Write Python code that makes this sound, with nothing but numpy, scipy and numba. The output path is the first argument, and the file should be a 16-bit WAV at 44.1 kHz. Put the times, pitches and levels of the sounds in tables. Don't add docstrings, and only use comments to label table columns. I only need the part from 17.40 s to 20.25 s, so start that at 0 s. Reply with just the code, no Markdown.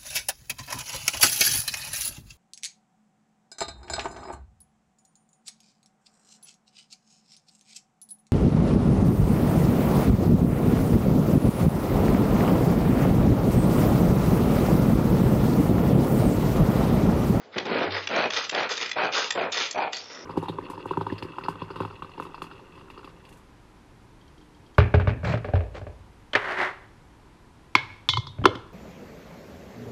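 import sys
import numpy as np
from scipy import signal
from scipy.io import wavfile
from scipy.ndimage import uniform_filter1d
from numba import njit

SR = 44100
rng = np.random.default_rng(int(sys.argv[2]) if len(sys.argv) > 2 else 0)


def undo_db(level):
    steps = np.asarray(level, float) / 20
    return 10 ** steps


def file_out(sig):
    cols = np.atleast_2d(sig).T
    lim = np.clip(cols, -1, 1)
    pcm = np.round(lim * 32767).astype(np.int16)
    wavfile.write(sys.argv[1], SR, pcm)


N = 125685

# (start [s], fastest [s], end [s])
PULL_TIMES = [(.158, .17, .24), (.25, .37, .51), (.695, .81, .885), (1.12, 1.2, 1.283), (1.558, 1.63, 1.71),
              (1.948, 2.03, 2.1), (2.345, 2.425, 2.495)]
# (level [dB], brightness [dB per octave], drum pitch [Hz], drum level [dB], rim level [dB])
PULL_SOUNDS = [
    (-30.5, 0.6, 400, -40, -55),
    (-24.5, 0.8, 420, -36, -46),
    (-24.5, 1.9, 600, -34, -41),
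    (-25.5, 1.9, 660, -36, -41),
    (-25.5, 0.9, 700, -33, -39),
    (-26.5, -1.5, 600, -34, -42),
    (-29.5, -0.9, 830, -28, -38),
]
# (start [s], fastest [s], end [s])
REWIND_TIMES = [(.497, .57, .665), (.902, .97, 1.085), (1.289, 1.3, 1.375), (1.362, 1.41, 1.51),
                (1.72, 1.78, 1.9), (2.119, 2.19, 2.3), (2.522, 2.535, 2.625), (2.6, 2.77, 2.95),
                (.12, .14, .17), (-.1, .01, .09)]
# (level [dB], loose pieces [dB], rattle pitch [Hz], rattle level [dB], sizzle [dB])
REWIND_SOUNDS = [
    (-35.5, 2, 1800, -44, -7),
    (-30, -5, 1400, -38, 0),
    (-34, -5.5, 1300, -41, 1),
    (-32, -4.5, 1900, -40, -1),
    (-30.5, -3, 1300, -35, 1),
    (-30.5, -5.5, 2050, -37, 2),
    (-40.5, -12, 4950, -41, -1),
    (-53.5, 3.5, 1300, -58, -10),
    (-50.5, 3, 2000, -50, -10),
    (-60.5, 4, 400, -62, 0),
]
PULL_RISE, PULL_FALL = 0.28, 0.5
HITS_PER_S = 700


def level(x, db):
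    return x * undo_db(db) / np.sqrt(np.mean(x ** 2))


def peak(x):
    return x / np.abs(x).max()


def place(out, s, db, x):
    start = int(s * SR)
    out[start:start + len(x)] += undo_db(db) * x


def butter(x, order, hz, kind):
    return signal.sosfilt(signal.butter(order, hz, kind, fs=SR, output="sos"), x)


def band(x, hz, width):
    return signal.lfilter(*signal.iirpeak(min(hz, .45 * SR), hz / width, fs=SR), x)


def moving(x, hz, width):
    turn = np.exp(2j * np.pi * np.cumsum(hz * np.ones(N)) / SR)
    centred = butter(x / turn, 2, width / 2, "low")
    return level((centred * turn).real, 0)


def ring(x, hz, t60):
    p = np.exp(2j * np.pi * hz / SR - np.log(1000) / (t60 * SR))
    return signal.lfilter([1], [1, -p], x).imag


def read(table, hz):
    table_hz, table_db = np.transpose(table)
    return np.interp(np.log(hz), np.log(table_hz), table_db)


def walk(rate):
    k = int(SR / rate)
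    steps = np.repeat(rng.standard_normal(N // k + 1), k)
    return 1.3 * uniform_filter1d(uniform_filter1d(steps, k), k)[:N]


def clicks(rate, spread_db):
    when, side, size = rng.random((3, N))
    strength = np.sign(side - .5) * undo_db(-spread_db * np.log(size + .03))
    return level((when < rate / SR) * strength, 0)


def swell(start, top, end, rise, fall):
    t = np.arange(N) / SR
    up, down = (t - start) / (top - start), (end - t) / (end - top)
    return np.where(t < top, np.clip(up, 0, 1) ** rise, np.clip(down, 0, 1) ** fall)


def grains(colour, body, body_db, rate, spread_db):
    shared = undo_db(-1.5) * clicks(rate / 4, spread_db)
    half = 2 ** .25
    out = []
    for hz in 170 * 2 ** np.arange(0, 6, .5):
        hit = shared + clicks(rate * (hz / 1000) ** .5, spread_db)
        near = 0
        for f, width, db in body:
            if 1 / half <= f / hz < half:
                near = near + undo_db(db) * band(band(hit, f, 1.5 * width), f, 1.5 * width)
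        direct = butter(hit, 2, [hz / half, hz * half], "band")
        out.append((hz, undo_db(read(colour, hz)) * direct + undo_db(body_db) * near))
    return out


def pulls():
    # (frequency [Hz], density [dB per Hz])
    pieces = [(59, -53), (100, -21.5), (508, 1), (1110, -15), (1420, -4), (4440, -19), (7100, -38.5),
              (7500, -63), (9750, -93), (16500, -120)]
    # (frequency [Hz], width [Hz], level [dB])
    bowl = [(256, 130, -6), (396.5, 88, 1.5), (802, 384, 2.5), (1410, 350, -14), (2458, 310, -7.5)]
    speed_bright = 0.28
    finer_db_per_s, ringier_db_per_s = -5, 2.5
    surge = undo_db(1.5 * walk(45))
    t = np.arange(N) / SR - 1.2
    strokes = []
    for span, (db, tilt_db, *_) in zip(PULL_TIMES, PULL_SOUNDS):
        strokes.append((swell(*span, PULL_RISE, PULL_FALL), db, tilt_db))
    parts = grains(pieces, bowl, -5 + ringier_db_per_s * t, HITS_PER_S, 4.5)
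    out = 0
    for hz, grain in parts:
        octaves = np.log2(hz / 700)
        steepness = 1 + speed_bright * max(octaves, 0)
        drive = sum(speed ** steepness * undo_db(db + tilt_db * octaves) for speed, db, tilt_db in strokes)
        out = out + grain * drive * undo_db(finer_db_per_s * t * max(-octaves, 0))
    return out * surge / np.std(sum(grain for _, grain in parts))


def drums():
    drum_glide, rattle_wander = .25, .1
    hits, ticks, wander = clicks(HITS_PER_S, 3.5), clicks(400, 4.5), walk(15)
    rim = moving(ticks, 2420 * (1 + .03 * wander), 280)
    out = 0
    for span, (_, _, hz, db, rim_db) in zip(PULL_TIMES, PULL_SOUNDS):
        speed = swell(*span, PULL_RISE, PULL_FALL)
        drum = moving(hits, hz * (1 + drum_glide * (speed - 1)), 240)
        out = out + speed * (undo_db(db) * drum + undo_db(rim_db) * rim)
    for span, (_, _, hz, db, _) in zip(REWIND_TIMES, REWIND_SOUNDS):
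        rattle = moving(ticks, hz * (1 + rattle_wander * wander), 400)
        out = out + swell(*span, .6, .5) * undo_db(db) * rattle
    return out


def rewinds():
    # (frequency [Hz], density [dB per Hz])
    ratchet = [(88, -40), (150, -27.5), (480, 2.5), (613, -21.5), (687, -4), (837, -1), (3650, -3),
               (7500, -13), (9750, -46), (16500, -120)]
    # (frequency [Hz], width [Hz], level [dB])
    lid = [(1330, 240, -4), (1940, 89, -2), (3620, 220, 0.5), (4990, 520, -2), (6060, 500, -12.5)]
    sizzle_hz = 5700
    parts = grains(ratchet, lid, -3, 900, 4.5)
    high = sum(grain for hz, grain in parts if hz > 2000)
    low = sum(grain for hz, grain in parts if hz < 2000)
    fast, loose, sizzle = 0, 0, 0
    for span, (db, loose_db, _, _, sizzle_db) in zip(REWIND_TIMES, REWIND_SOUNDS):
        speed = swell(*span, 0.2, 0.66)
        fast = fast + undo_db(db) * speed
        sizzle = sizzle + undo_db(db + sizzle_db) * speed
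        loose = loose + undo_db(db + loose_db + 3) * swell(*span, 1, 1.73)
    top = butter(high, 5, sizzle_hz, "high")
    body = butter(high, 5, sizzle_hz, "low")
    mix = fast * (body + undo_db(-11) * low) + sizzle * top + loose * low
    return mix * undo_db(3 * walk(70)) / np.std(high)


def coast():
    whisper = band(clicks(500, 3.5), 5500, 400)
    return level(whisper, -49) * swell(2.56, 2.76, 3.05, .4, 1.0)


def clacks():
    # (time [s], peak [dB], treble edge [dB])
    clack_list = [(0.181, -6.5, -28), (0.2533, -21, -16.5), (0.2644, -22.5, -22), (0.4289, -18, -34.5),
                  (0.5058, -20, -32.5), (0.6709, -8, -20), (0.9028, -13, -24), (0.9632, -11, -19),
                  (1.0933, -11.5, -10), (1.1468, -10.5, -18), (1.2905, -15.5, -18), (1.3758, -14, -15),
                  (1.4925, -19.5, -13), (1.513, -12, -15), (1.7434, -20, -11.5), (1.9045, -8.5, -12.5),
                  (2.1206, -22, 0.5), (2.3094, -23, 3.5), (2.5301, -16, -10), (2.5664, -24, -0.5),
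                  (2.7472, -32, -12)]
    # (frequency [Hz], level [dB], t60 [s])
    clack_modes = [(1975, -2, 0.014), (3594, -1.5, 0.015), (2700, -0.5, 0.0065), (1410, -16, 0.011)]
    rattle_s, split_hz = 0.0069, 5040
    t = np.arange(3000) / SR
    envelope = np.exp(-(t / rattle_s) ** 2) * (1 - np.exp(-t / 0.0012))
    out = np.zeros(N + SR)
    for s, db, top_db in clack_list:
        tick = rng.standard_normal(len(t)) * envelope
        modes = 0
        for f, d, t60 in clack_modes:
            chance = rng.standard_normal()
            modes = modes + undo_db(d + 1.2 * chance) * ring(tick, f * (1 + .03 * chance), t60)
        crack = peak(band(tick, 3000, 3500))
        body = peak(butter(0.6 * peak(modes) + crack, 4, split_hz, "low"))
        body = butter(body, 2, 1100, "high")
        edge = peak(butter(tick, 4, split_hz, "high"))
        place(out, s, db, undo_db(-5.5) * body + undo_db(top_db + 7) * edge)
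    return out[:N]


def spikes():
    # (time [s], level [dB])
    spike_list = [(0.182, -53), (0.3765, -60), (0.6724, -68), (0.7537, -67), (0.7916, -68), (0.9632, -56),
                  (1.1468, -55), (1.6387, -63), (1.7724, -64), (1.9081, -54), (2.4239, -69)]
    out = np.zeros(N)
    for s, db in spike_list:
        out[int((s + .001) * SR)] = -undo_db(db + 21)
    return signal.sosfilt(signal.ellip(8, .2, 60, [3000, 10000], "band", fs=SR, output="sos"), out)


def knocks():
    # (time [s], peak [dB], pitch [Hz])
    knock_list = [(0.165, -12, 382), (0.302, -22, 390), (0.315, -15, 420), (0.376, -13.5, 563),
                  (0.757, -17, 633), (0.789, -16, 643), (0.84, -11, 2490), (0.856, -15.5, 425),
                  (1.565, -15.5, 714), (1.955, -20.5, 570), (2.358, -17.5, 627)]
    t60_s = 0.048
    out, t = np.zeros(N + SR), np.arange(SR) / SR
    for s, db, hz in knock_list:
        knock = 0
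        for ratio, d in [(.6, -6.5), (1, 4), (1.7, -7)]:
            knock = knock + undo_db(d) * np.sin(2 * np.pi * hz * ratio * t) * 1000 ** (-t * ratio / t60_s)
        place(out, s, db - 6, peak(knock))
    return out[:N]


def thumps():
    # (time [s], level [dB])
    thump_list = [
        (.34, -54.5),
        (0.448, -31),
        (.72, -51.5),
        (0.838, -47),
        (1.991, -52),
        (2.37, -60.5),
    ]
    table_hz, t60_s, rise_s = 97, .5, .02
    out, t = np.zeros(N + SR), np.arange(SR) / SR
    boom = np.sin(2 * np.pi * table_hz * t) * 1000 ** (-t / t60_s) * (1 - np.exp(-t / rise_s))
    for s, db in thump_list:
        place(out, s, db, boom)
    return out[:N]


def taps():
    # (time [s], peak [dB], pitch [Hz])
    lid_taps = [(0.1261, -36, 2350), (0.1471, -28, 1640), (0.3326, -22, 1630), (0.3456, -19, 1530),
                (0.5217, -20, 3580), (0.7617, -17, 2410), (0.7896, -16, 1470), (0.8564, -14, 1350),
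                (0.9433, -15, 3580), (0.9714, -16, 3530), (0.9894, -19, 3630), (1.067, -28, 2820),
                (1.2074, -17, 1400), (1.2324, -17, 2670), (1.2974, -21, 1410), (1.3528, -20, 3520),
                (1.4122, -18, 3350), (1.4341, -21, 1920), (1.4604, -18, 1970), (1.5878, -19, 1410),
                (1.7679, -16, 1350), (1.8294, -20, 1330), (1.9914, -19, 2020), (2.0178, -23, 1890),
                (2.1321, -19, 3580), (2.1874, -19, 4790), (2.2204, -20, 2090), (2.2744, -27, 2110),
                (2.4029, -24, 2330), (2.5864, -32, 5000)]
    # (time [s], peak [dB], pitch [Hz])
    wall_taps = [(0.441, -19, 576), (0.713, -18, 573), (1.128, -21, 643), (1.175, -20, 630),
                 (1.638, -17, 511), (2.142, -26, 1280), (2.169, -21, 689), (2.379, -16, 724),
                 (2.411, -16, 781), (2.423, -15, 700)]
    decay_s, q = .004, 2.2
    out, t = np.zeros(N + SR), np.arange(1500) / SR
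    for s, db, hz in lid_taps + wall_taps:
        burst = rng.standard_normal(len(t)) * np.exp(-t / decay_s)
        place(out, s, db - 4, peak(band(burst, hz, hz / q)))
    return out[:N]


def freewheel():
    # (time [s], peak [dB])
    tick_list = [(2.6567, -33), (2.6836, -34), (2.7166, -35), (2.747, -33), (2.7565, -31), (2.7739, -30),
                 (2.8273, -34)]
    # (frequency [Hz], level [dB], t60 [s])
    tick_modes = [(1960, -4, .015), (3620, -3, .012), (5400, -1, .012)]
    out, t = np.zeros(N + SR), np.arange(1500) / SR
    for s, db in tick_list:
        burst = rng.standard_normal(len(t)) * np.exp(-t / .001)
        tick = sum(undo_db(d) * ring(burst, f, t60) for f, d, t60 in tick_modes)
        place(out, s, db - 3, peak(tick))
    return out[:N]


@njit
def walls(x, lags, gain, damp, share):
    n = len(lags)
    line, soft, out = np.zeros((n, 8192)), np.zeros(n), np.zeros(len(x))
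    for i in range(len(x)):
        total = 0.
        for k in range(n):
            soft[k] += (1 - damp) * (gain[k] * line[k, (i - lags[k]) & 8191] - soft[k])
            total += soft[k]
        out[i] = total
        for k in range(n):
            line[k, i & 8191] = x[i] + soft[k] - total * share + 1e-18
    return out


def hum():
    # (frequency [Hz], density [dB per Hz])
    room_tone = [(24, -33), (40, -17.5), (179, -3), (363, 10), (2270, -14), (4800, -26.5), (5850, -21),
                 (7790, -24), (10100, -50), (17100, -120)]
    tone = 0
    for hz in 110 * 2 ** np.arange(0, 6.3, .5):
        flicker = undo_db(read(room_tone, hz) + 2.6 * walk(8))
        tone = tone + flicker * band(rng.standard_normal(N), hz, hz / 3)
    return level(tone, -51.5) + level(band(rng.standard_normal(N), 98, 10), -70)


def thrift(x):
    thrift_hz, thrift_db, db_per_khz = 4170, -44.5, 3.5
    whim_db, dropped_db = 5, -34
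    window = np.sin(np.pi * (np.arange(2048) + .5) / 2048)
    hz, _, z = signal.stft(x, SR, window=window, nperseg=2048)
    hz = hz[:, None]
    power = uniform_filter1d(np.abs(z) ** 2, size=5, axis=0)
    limit = power.sum(axis=0) * undo_db(2 * (thrift_db + db_per_khz * (hz - thrift_hz) / 1000))
    strips = np.kron(rng.standard_normal((129, z.shape[1])), np.ones((8, 2)))
    limit = limit * undo_db(2 * whim_db * strips[:len(hz), :z.shape[1]])
    margin_db = 10 * np.log10(power / limit + 1e-12)
    margin_db = margin_db + np.clip(thrift_hz - hz, 0, None) / 40
    keep = undo_db(dropped_db / (1 + np.exp(np.clip(margin_db, -30, 30))))
    return signal.istft(z * keep, SR, window=window, nperseg=2048)[1][:N]


def scene():
    flutter_s, flutter_db, flutter_damp = 0.016, -10, 0.15
    room_t60_s, room_db, room_damp = 0.39, -17, 0.27
    dry = pulls() + drums() + rewinds() + coast() + clacks() + knocks() + thumps() + taps() + freewheel()
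    flutter = walls(dry, np.array([int(flutter_s * SR)]), np.array([undo_db(flutter_db)]), flutter_damp, 0.)
    lags = rng.integers(600, 2400, size=8)
    tail = walls(dry, lags, undo_db(-60 * lags / SR / room_t60_s), room_damp, 2 / len(lags))
    return (undo_db(-0.09) * (dry + flutter) + undo_db(room_db) * tail + hum())[None]


def top_cut(x):
    return signal.sosfilt(signal.butter(12, 10400, fs=SR, output="sos"), x)


def record(dry):
    low_hz, top_hz, hiss_db = 96, 7543, -69.5
    x = signal.sosfilt(signal.cheby1(N=5, rp=.5, Wn=low_hz, btype="high", fs=SR, output="sos"), dry[0])
    x = np.tanh(2.5 * x) / 2.5
    x = thrift(x) + undo_db(hiss_db) * rng.standard_normal(N)
    x = signal.sosfilt(signal.ellip(10, .2, 55, top_hz, fs=SR, output="sos"), x)
    mix = x + spikes()
    return top_cut(mix[None])


dry = scene()
out = record(dry)
file_out(out)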